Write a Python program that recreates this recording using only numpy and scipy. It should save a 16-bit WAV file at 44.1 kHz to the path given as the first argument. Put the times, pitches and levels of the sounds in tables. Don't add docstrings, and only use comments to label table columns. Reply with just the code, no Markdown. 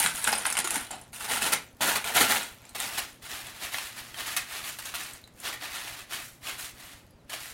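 import sys
import numpy as np
from scipy import signal
from scipy.fft import rfft, irfft, next_fast_len
from scipy.io import wavfile
from scipy.ndimage import uniform_filter1d, map_coordinates

SR = 44100
rng = np.random.default_rng(int(sys.argv[2]) if len(sys.argv) > 2 else 0)


def file_out(sig):
    cols = np.atleast_2d(sig).T
    lim = np.clip(cols, -1, 1)
    pcm = np.round(lim * 32767).astype(np.int16)
    wavfile.write(sys.argv[1], SR, pcm)


N = 332073
TOP_HZ = 16000
CREASING_FROM_S, CREASING_S = 0.59, 1.23
PACKING_FROM_S, PACKING_S = 2.36, 1.59


def amp(db):
    return 10 ** (np.asarray(db) / 20)


def unit(x):
    return x / np.sqrt(np.mean(x ** 2) + 1e-20)


def along(points, hz):
    point_hz, values = np.transpose(points)
    return np.interp(np.log(hz + 1), np.log(point_hz + 1), values)


def progress(start_s, length_s):
    return np.clip((np.arange(N) / SR - start_s) / length_s, 0, 1)


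def add(track, start_s, sound):
    start = int(np.clip(round(start_s * SR), 0, N))
    track[start:start + len(sound)] += sound[:N - start]


def coloured(x, gain):
    size = 2 * next_fast_len(len(x) // 2 + 2048)
    magnitude = np.maximum(gain(np.fft.rfftfreq(size, 1 / SR)), 1e-6)
    cepstrum = irfft(np.log(magnitude))
    cepstrum[1:size // 2] *= 2
    cepstrum[size // 2 + 1:] = 0
    return irfft(rfft(x, size) * np.exp(rfft(cepstrum)))[:len(x)]


def band(x, lo_hz, hi_hz, order=3):
    return signal.sosfilt(signal.butter(order, [lo_hz, hi_hz], "band", fs=SR, output="sos"), x)


def band_noise(count, lo_hz, hi_hz):
    return unit(band(rng.standard_normal(count), lo_hz, hi_hz, order=2))


def levelled(x, window_s=0.07):
    return x / np.sqrt(np.abs(uniform_filter1d(x * x, int(window_s * SR))) + 1e-9)


def room_tone(hum_hz=120):
    # frequency_hz, level_db
    air_spectrum = [(15, -47), (25, -14.5), (123, -3.5), (170, -7.5), (242, -5.5), (451, -14), (607, -11.5),
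                    (677, -15.5), (16000, -43)]
    air = unit(coloured(rng.standard_normal(N), lambda hz: amp(along(air_spectrum, hz))))
    hum = np.sin(2 * np.pi * hum_hz * np.arange(N) / SR)
    return amp(-58) * air + amp(-63.5) * hum


def throb(period_s=0.1024, width_s=0.0043):
    # start_s, stop_s
    runs = [(.05, .6), (.718, 2.4), (2.522, 3.9), (4.018, 5.6), (5.72, 7.3), (7.418, 7.53)]
    lead_s = 0.02
    from_centre = (np.arange(SR // 25) / SR - lead_s) / width_s
    thump = amp(-44.5) * from_centre * np.exp(-from_centre ** 2)
    out = np.zeros(N)
    for start_s, stop_s in runs:
        for centre_s in np.arange(start_s, stop_s, period_s):
            add(out, centre_s - lead_s, thump * amp(1.5 * rng.normal()))
    return out


def room_tail(x, paths=10, crossfade_s=0.009):
    # frequency_hz, t60_s
    decay_times = [(200, 0.42), (600, 0.21), (2500, 0.28), (9000, 0.16), (15000, 0.067)]
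    out = np.zeros(N)
    place = np.arange(N) / SR / crossfade_s
    for path in range(paths):
        hz, t, spectrum = signal.stft(rng.standard_normal(SR // 2), SR, nperseg=256)
        decay = amp(-60 * t / along(decay_times, hz)[:, None])
        tail = signal.istft(spectrum * decay, SR, nperseg=256)[1]
        share = np.maximum(1 - np.abs((place - path + 1) % paths - 1), 0)
        out += signal.oaconvolve(x * np.sqrt(share), tail / np.linalg.norm(tail))[:N]
    return out


def squeak():
    # time_s, pitch_hz, level_db
    slide = [(7.075, 5100, -90), (7.12, 4770, -70), (7.17, 4650, -80), (7.18, 4300, -87), (7.2, 4000, -75),
             (7.23, 3770, -84)]
    time_s, pitch_hz, level_db = np.transpose(slide)
    now = np.arange(N) / SR
    waver = 0.0078 * unit(uniform_filter1d(rng.standard_normal(N), SR // 400))
    hz = np.interp(now, time_s, pitch_hz) * (1 + waver)
    sliding = (now > time_s[0]) & (now < time_s[-1])
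    return sliding * amp(np.interp(now, time_s, level_db)) * np.sin(2 * np.pi * np.cumsum(hz) / SR)


def flexing(effort):
    return amp(-28.5) * effort * band_noise(N, 38, 91)


def crackle(per_s, spread_db, t60_s, ring_db, grain_samples=220):
    count = int(per_s * N / SR)
    when, strength, smallness, life, side = rng.random((5, count, 1))
    t = np.arange(grain_samples) / SR
    gain = amp(spread_db * np.minimum(-np.log(1 - strength), 3.6))
    pitch_hz = 700 + 14500 * smallness ** 1.3
    ring = amp(ring_db) * np.sign(side - 0.5) * np.sin(2 * np.pi * pitch_hz * t)
    burst = rng.standard_normal((count, grain_samples))
    decay = amp(-60 * t / (t60_s * (0.5 + life)))
    grains = gain * (ring + burst) * decay
    places = (when * N).astype(int) + np.arange(grain_samples)
    return np.bincount(places.ravel(), grains.ravel(), N)[:N]


def open_sheet(hz):
    # frequency_hz, level_db
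    spectrum = [(59, -65.5), (100, -11.5), (249, -2.5), (335, -7), (461, -2), (583, -4.5), (836, -1),
                (1130, -10), (1450, -6.5), (1910, -5), (3700, -7), (4980, -7.5), (9610, 1.5), (14100, -4),
                (16000, -6)]
    # centre_hz, width_hz, level_db
    hollows = [(850, 370, -2.5), (1380, 210, 0.5), (9500, 2100, 1)]
    peaks = sum(amp(db) / (1 + (2 * (hz - centre) / width) ** 2) for centre, width, db in hollows)
    return amp(along(spectrum, hz)) * (1 + peaks)


def settling(effort, relax_s=0.34):
    hold = np.exp(-1 / (relax_s * SR))
    strain = np.minimum(signal.lfilter([1 - hold], [1, -hold], effort), amp(-42))
    ticks = crackle(per_s=75, spread_db=3.5, t60_s=0.0067, ring_db=4)
    return amp(-23.5) * strain * unit(band(ticks, 3900, TOP_HZ, order=2))


def pops(rise_s=0.0014):
    # start_s, level_db, pitch_hz, t60_s
    flips = [(.048, -32.5, 181, 0.054), (0.275, -20, 1570, 0.024), (0.282, -39, 210, 0.23),
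             (.329, -11, 796, 0.016), (.644, -32, 351, 0.097), (.646, -28, 1380, 0.031),
             (.751, -30, 827, 0.053), (0.766, -29, 282, 0.033), (.935, -37.5, 772, 0.18),
             (1.135, -42, 1450, 0.064)]
    out, t = np.zeros(N), np.arange(SR // 4) / SR
    onset = 1 - np.exp(-t / rise_s)
    for start_s, level_db, pitch_hz, t60_s in flips:
        lower = np.sin(2 * np.pi * pitch_hz * t)
        upper = 0.11 * np.sin(2 * np.pi * (1.08 * pitch_hz * t + rng.random()))
        add(out, start_s, (lower + upper) * onset * amp(level_db - 60 * t / t60_s))
    return out


def small_snaps(effort):
    clicks = coloured(crackle(per_s=90, spread_db=3.5, t60_s=0.008, ring_db=3), open_sheet)
    still_flat = 1 - progress(CREASING_FROM_S, CREASING_S)
    return amp(0.5) * effort * still_flat * unit(band(clicks, 700, 11000, order=2))


def snaps(rise_s=0.00032, ring_t60_s=0.014, rasp_t60_s=0.017, crack_t60_s=0.025):
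    # start_s, level_db, pitch_hz, rasp_db, crack_db
    creases = [(0.023, -26, 9500, -6, -13), (0.047, -10, 1660, -11, -6), (0.061, -3, 1520, -5.5, -12),
               (0.158, -28, 10500, -14, 7), (0.242, -9, 8850, -9, -3.5), (0.249, -15, 1620, 0, -16),
               (0.275, -2.5, 1520, -31, -13), (0.283, -14, 1580, -23, -21), (0.327, -6.5, 5150, -10, -16),
               (0.454, -9, 1570, -3, -20), (0.483, -19, 9800, -17, -14), (0.501, -11, 9600, -9, -8),
               (0.525, -9, 10230, -13, -6), (0.553, -16.5, 8800, 0.5, -42), (0.569, -19.5, 9300, 6, 5),
               (0.576, -5, 9700, -9, -33), (0.588, -7.5, 9030, -7, -3.5), (0.674, -14, 1460, -3.5, -2),
               (0.706, -11.5, 9800, -6, -2), (0.743, -22, 1410, -7, 4), (0.758, -13.5, 1520, 1, -2),
               (0.908, -22, 865, -9, -8), (1.014, -42.5, 725, -40, 7), (1.209, -16.5, 1460, -17, -24),
               (1.421, -13, 2670, -12, -3), (1.807, -13, 850, -18, -25), (2.042, -12.5, 2320, -12, -10),
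               (2.43, -20, 8500, -6, -6), (2.652, -32.5, 7240, -9, -10), (2.692, -35, 4130, -16, -1),
               (2.801, -15, 3660, -10, -2), (3.469, -23, 3400, -24, -7), (3.744, -18.5, 3280, 4, -29),
               (3.784, -23.5, 2646, 4, -2), (4.143, -21, 3110, -6, -20), (4.365, -13.5, 11850, -6, -3),
               (4.642, -20, 3380, -18, -24), (4.855, -18.5, 6400, -19, -9), (4.94, -18.5, 1220, -3.5, -20),
               (5.034, -32, 1810, 1, 4), (5.134, -24.5, 8150, -33, -6), (5.24, -28, 3960, -20, -18),
               (5.275, -43, 13000, 2, -2), (5.401, -27.5, 9500, -16, -5), (5.624, -19, 1850, -12, -22)]
    out, t = np.zeros(N), np.arange(SR // 25) / SR
    onset = 1 - np.exp(-t / rise_s)
    for start_s, level_db, pitch_hz, rasp_db, crack_db in creases:
        drift = np.cumsum(rng.standard_normal(len(t))) * 0.67 * pitch_hz / SR
        ring = np.sin(2 * np.pi * pitch_hz * t + drift) * amp(-60 * t / ring_t60_s)
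        rasp = band_noise(len(t), 900, 3700) * amp(rasp_db - 60 * t / rasp_t60_s)
        crack = band_noise(len(t), 6700, 11050) * amp(crack_db - 60 * t / crack_t60_s)
        add(out, start_s, amp(level_db) * onset * (amp(-8.5) * ring + amp(-7) * (rasp + crack)))
    return out


def squeezes(sag_db_per_s=26.5, release_db_per_s=122.5):
    # start_s, attack_s, length_s, level_db, fine_db
    grips = [(0, 0.001, 0.032, -31, 1.5), (0.132, 0.037, 0.19, -40, 3.5),
             (0.254, 0.0045, 0.17, -38.5, -3.5), (0.442, 0.011, 0.044, -38.5, -2),
             (0.658, 0.12, 0.1, -34, -1), (.9, .011, 0.011, -45, -9), (1.128, 0.0049, 0.023, -46.5, 3),
             (1.188, .015, 0.039, -41.5, 0), (1.273, 0.039, 0.056, -29, -1), (1.409, 0.01, 0.055, -32, -1),
             (1.816, 0.0068, 0.075, -27.5, -1.5), (2.043, .002, 0.034, -34, -2.5),
             (2.132, 0.036, 0.073, -23, -1.5), (2.262, 0.037, 0.09, -28, -1), (2.564, 0.093, 0.21, -58, -6),
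             (2.754, 0.05, .12, -35.5, -1.1), (2.912, 0.019, 0.12, -43, -1), (3.214, 0.027, 0.036, -44, -1),
             (3.275, 0.04, 0.13, -41, -1.5), (3.438, .011, 0.23, -47, -3), (3.586, 0.055, 0.053, -38, -1.5),
             (3.704, 0.027, 0.18, -41, -0.5), (3.934, 0.048, 0.053, -41.5, -2),
             (4.05, .02, 0.12, -52.5, -1.5), (4.157, 0.047, 0.044, -34.5, -3),
             (4.25, 0.017, .16, -40.5, -1), (4.447, 0.14, 0.13, -35.5, -2.5),
             (4.634, .015, 0.068, -42.5, 1), (4.81, 0.017, 0.12, -45.5, -0.5),
             (4.939, .003, 0.16, -42.5, -1), (5.345, 0.081, 0.1, -53.5, 2.5),
             (5.427, 0.027, 0.032, -35.5, -4), (5.603, 0.018, 0.035, -39, -4.5),
             (5.661, 0.099, 0.32, -38.5, -2.5), (6.089, 0.047, 0.06, -36.5, -2.5),
             (6.193, 0.035, 0.074, -53.5, 11), (6.422, 0.043, 0.072, -37.5, -2.5),
             (6.569, 0.031, 0.058, -42, 2), (6.746, 0.066, 0.19, -49, -1.5),
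             (7.292, 0.028, 0.054, -41, -2.5), (7.389, .019, 0.11, -46.5, 1)]
    brush_db, brush_db_per_s = -22, 583
    power, weighted_fine = np.full(N, 1e-14), np.zeros(N)
    now = np.arange(N) / SR
    for start_s, attack_s, length_s, level_db, fine_db in grips:
        span = slice(max(int((start_s - 0.1) * SR), 0), int((start_s + length_s + 0.5) * SR))
        t = now[span] - start_s
        brush = amp(brush_db + brush_db_per_s * np.minimum(t, 0))
        grip = np.maximum(np.clip(t / attack_s, 0, 1), brush)
        fade_db = sag_db_per_s * np.maximum(t, 0) + release_db_per_s * np.maximum(t - length_s, 0)
        squeeze_power = (grip * amp(level_db - fade_db)) ** 2
        power[span] += squeeze_power
        weighted_fine[span] += squeeze_power * fine_db
    return power, weighted_fine / power


def clumping(clumps_per_s=45, depth_db=1.5):
    position = np.arange(N) / SR * clumps_per_s
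    return amp(depth_db * map_coordinates(rng.standard_normal(2048), [position], mode="wrap"))


def avalanches(fade_s=0.021):
    # start_s, level_db, rise_s
    crunches = [(.27, -21.5, 0.0055), (0.326, -29.5, .0026), (0.569, -40, .0011), (0.583, -25.5, 0.012),
                (0.642, -33.5, 0.00092), (1.242, -37.5, 0.00084), (1.518, -14, 0.022),
                (1.807, -28.5, 0.0025), (1.952, -23.5, 0.0072), (2.159, -21.5, 0.0079), (2.201, -18, .0073),
                (2.309, -24, 0.0071), (2.748, -37, 0.0011), (2.972, -20.5, 0.023), (4.27, -34, 0.0076),
                (4.362, -26.5, 0.0055), (4.786, -38.5, .002), (4.885, -45, .002), (4.944, -36, 0.0026),
                (5.46, -33, .01), (5.523, -30.5, 0.014), (6.124, -37.5, 0.0043), (7.294, -45.5, 0.0011),
                (7.326, -34.5, .0054)]
    power, t = np.zeros(N), np.arange(SR // 5) / SR
    for start_s, level_db, rise_s in crunches:
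        surge = (1 - np.exp(-t / rise_s)) * np.exp(-(t / fade_s) ** 2)
        add(power, start_s, (amp(level_db) * surge) ** 2)
    return power


def crinkle(effort, fine_db):
    # frequency_hz, level_db
    cap_spectrum = [(180, -33), (300, -8.5), (478, -12.5), (737, -4), (978, -7.5), (1230, -4), (1480, -5.5),
                    (1810, -3), (2140, -4.5), (5430, -7.5), (10700, -6.5), (15000, -11.5), (16000, -8.5)]
    loose_facets = crackle(per_s=1800, spread_db=2.5, t60_s=0.008, ring_db=-4.5)
    packed_facets = crackle(per_s=2400, spread_db=0, t60_s=0.0075, ring_db=-5)
    loose = unit(coloured(loose_facets, open_sheet))
    packed = unit(coloured(packed_facets, lambda hz: amp(along(cap_spectrum, hz))))
    creasing, packing = progress(CREASING_FROM_S, CREASING_S), progress(PACKING_FROM_S, PACKING_S)
    body = np.sqrt(1 - packing) * loose + np.sqrt(packing) * packed
    sheen = np.sqrt(1 - creasing) * loose + np.sqrt(creasing) * packed
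    broad_db = -9 - 3.5 * packing - 0.78 * fine_db
    broad = amp(broad_db) * levelled(band(body, 74, 1028))
    middle = levelled(band(body, 1150, 4530))
    fine = amp(fine_db) * levelled(band(sheen, 5900, TOP_HZ))
    return effort * (broad + middle + fine)


def scene():
    squeeze_power, fine_db = squeezes()
    effort = np.sqrt(squeeze_power * clumping() ** 2 + avalanches())
    foil = crinkle(effort, fine_db) + small_snaps(effort) + settling(effort) + flexing(effort)
    foil += snaps() + pops() + squeak()
    return (foil + amp(-4.5) * room_tail(foil) + room_tone() + throb())[None]


def record(dry):
    size = next_fast_len(N + SR // 4)
    passed = 1 / (1 + (np.fft.rfftfreq(size, 1 / SR) / TOP_HZ) ** 200)
    return irfft(rfft(dry, size) * passed, size)[:, :N]


dry = scene()
out = record(dry)
file_out(out)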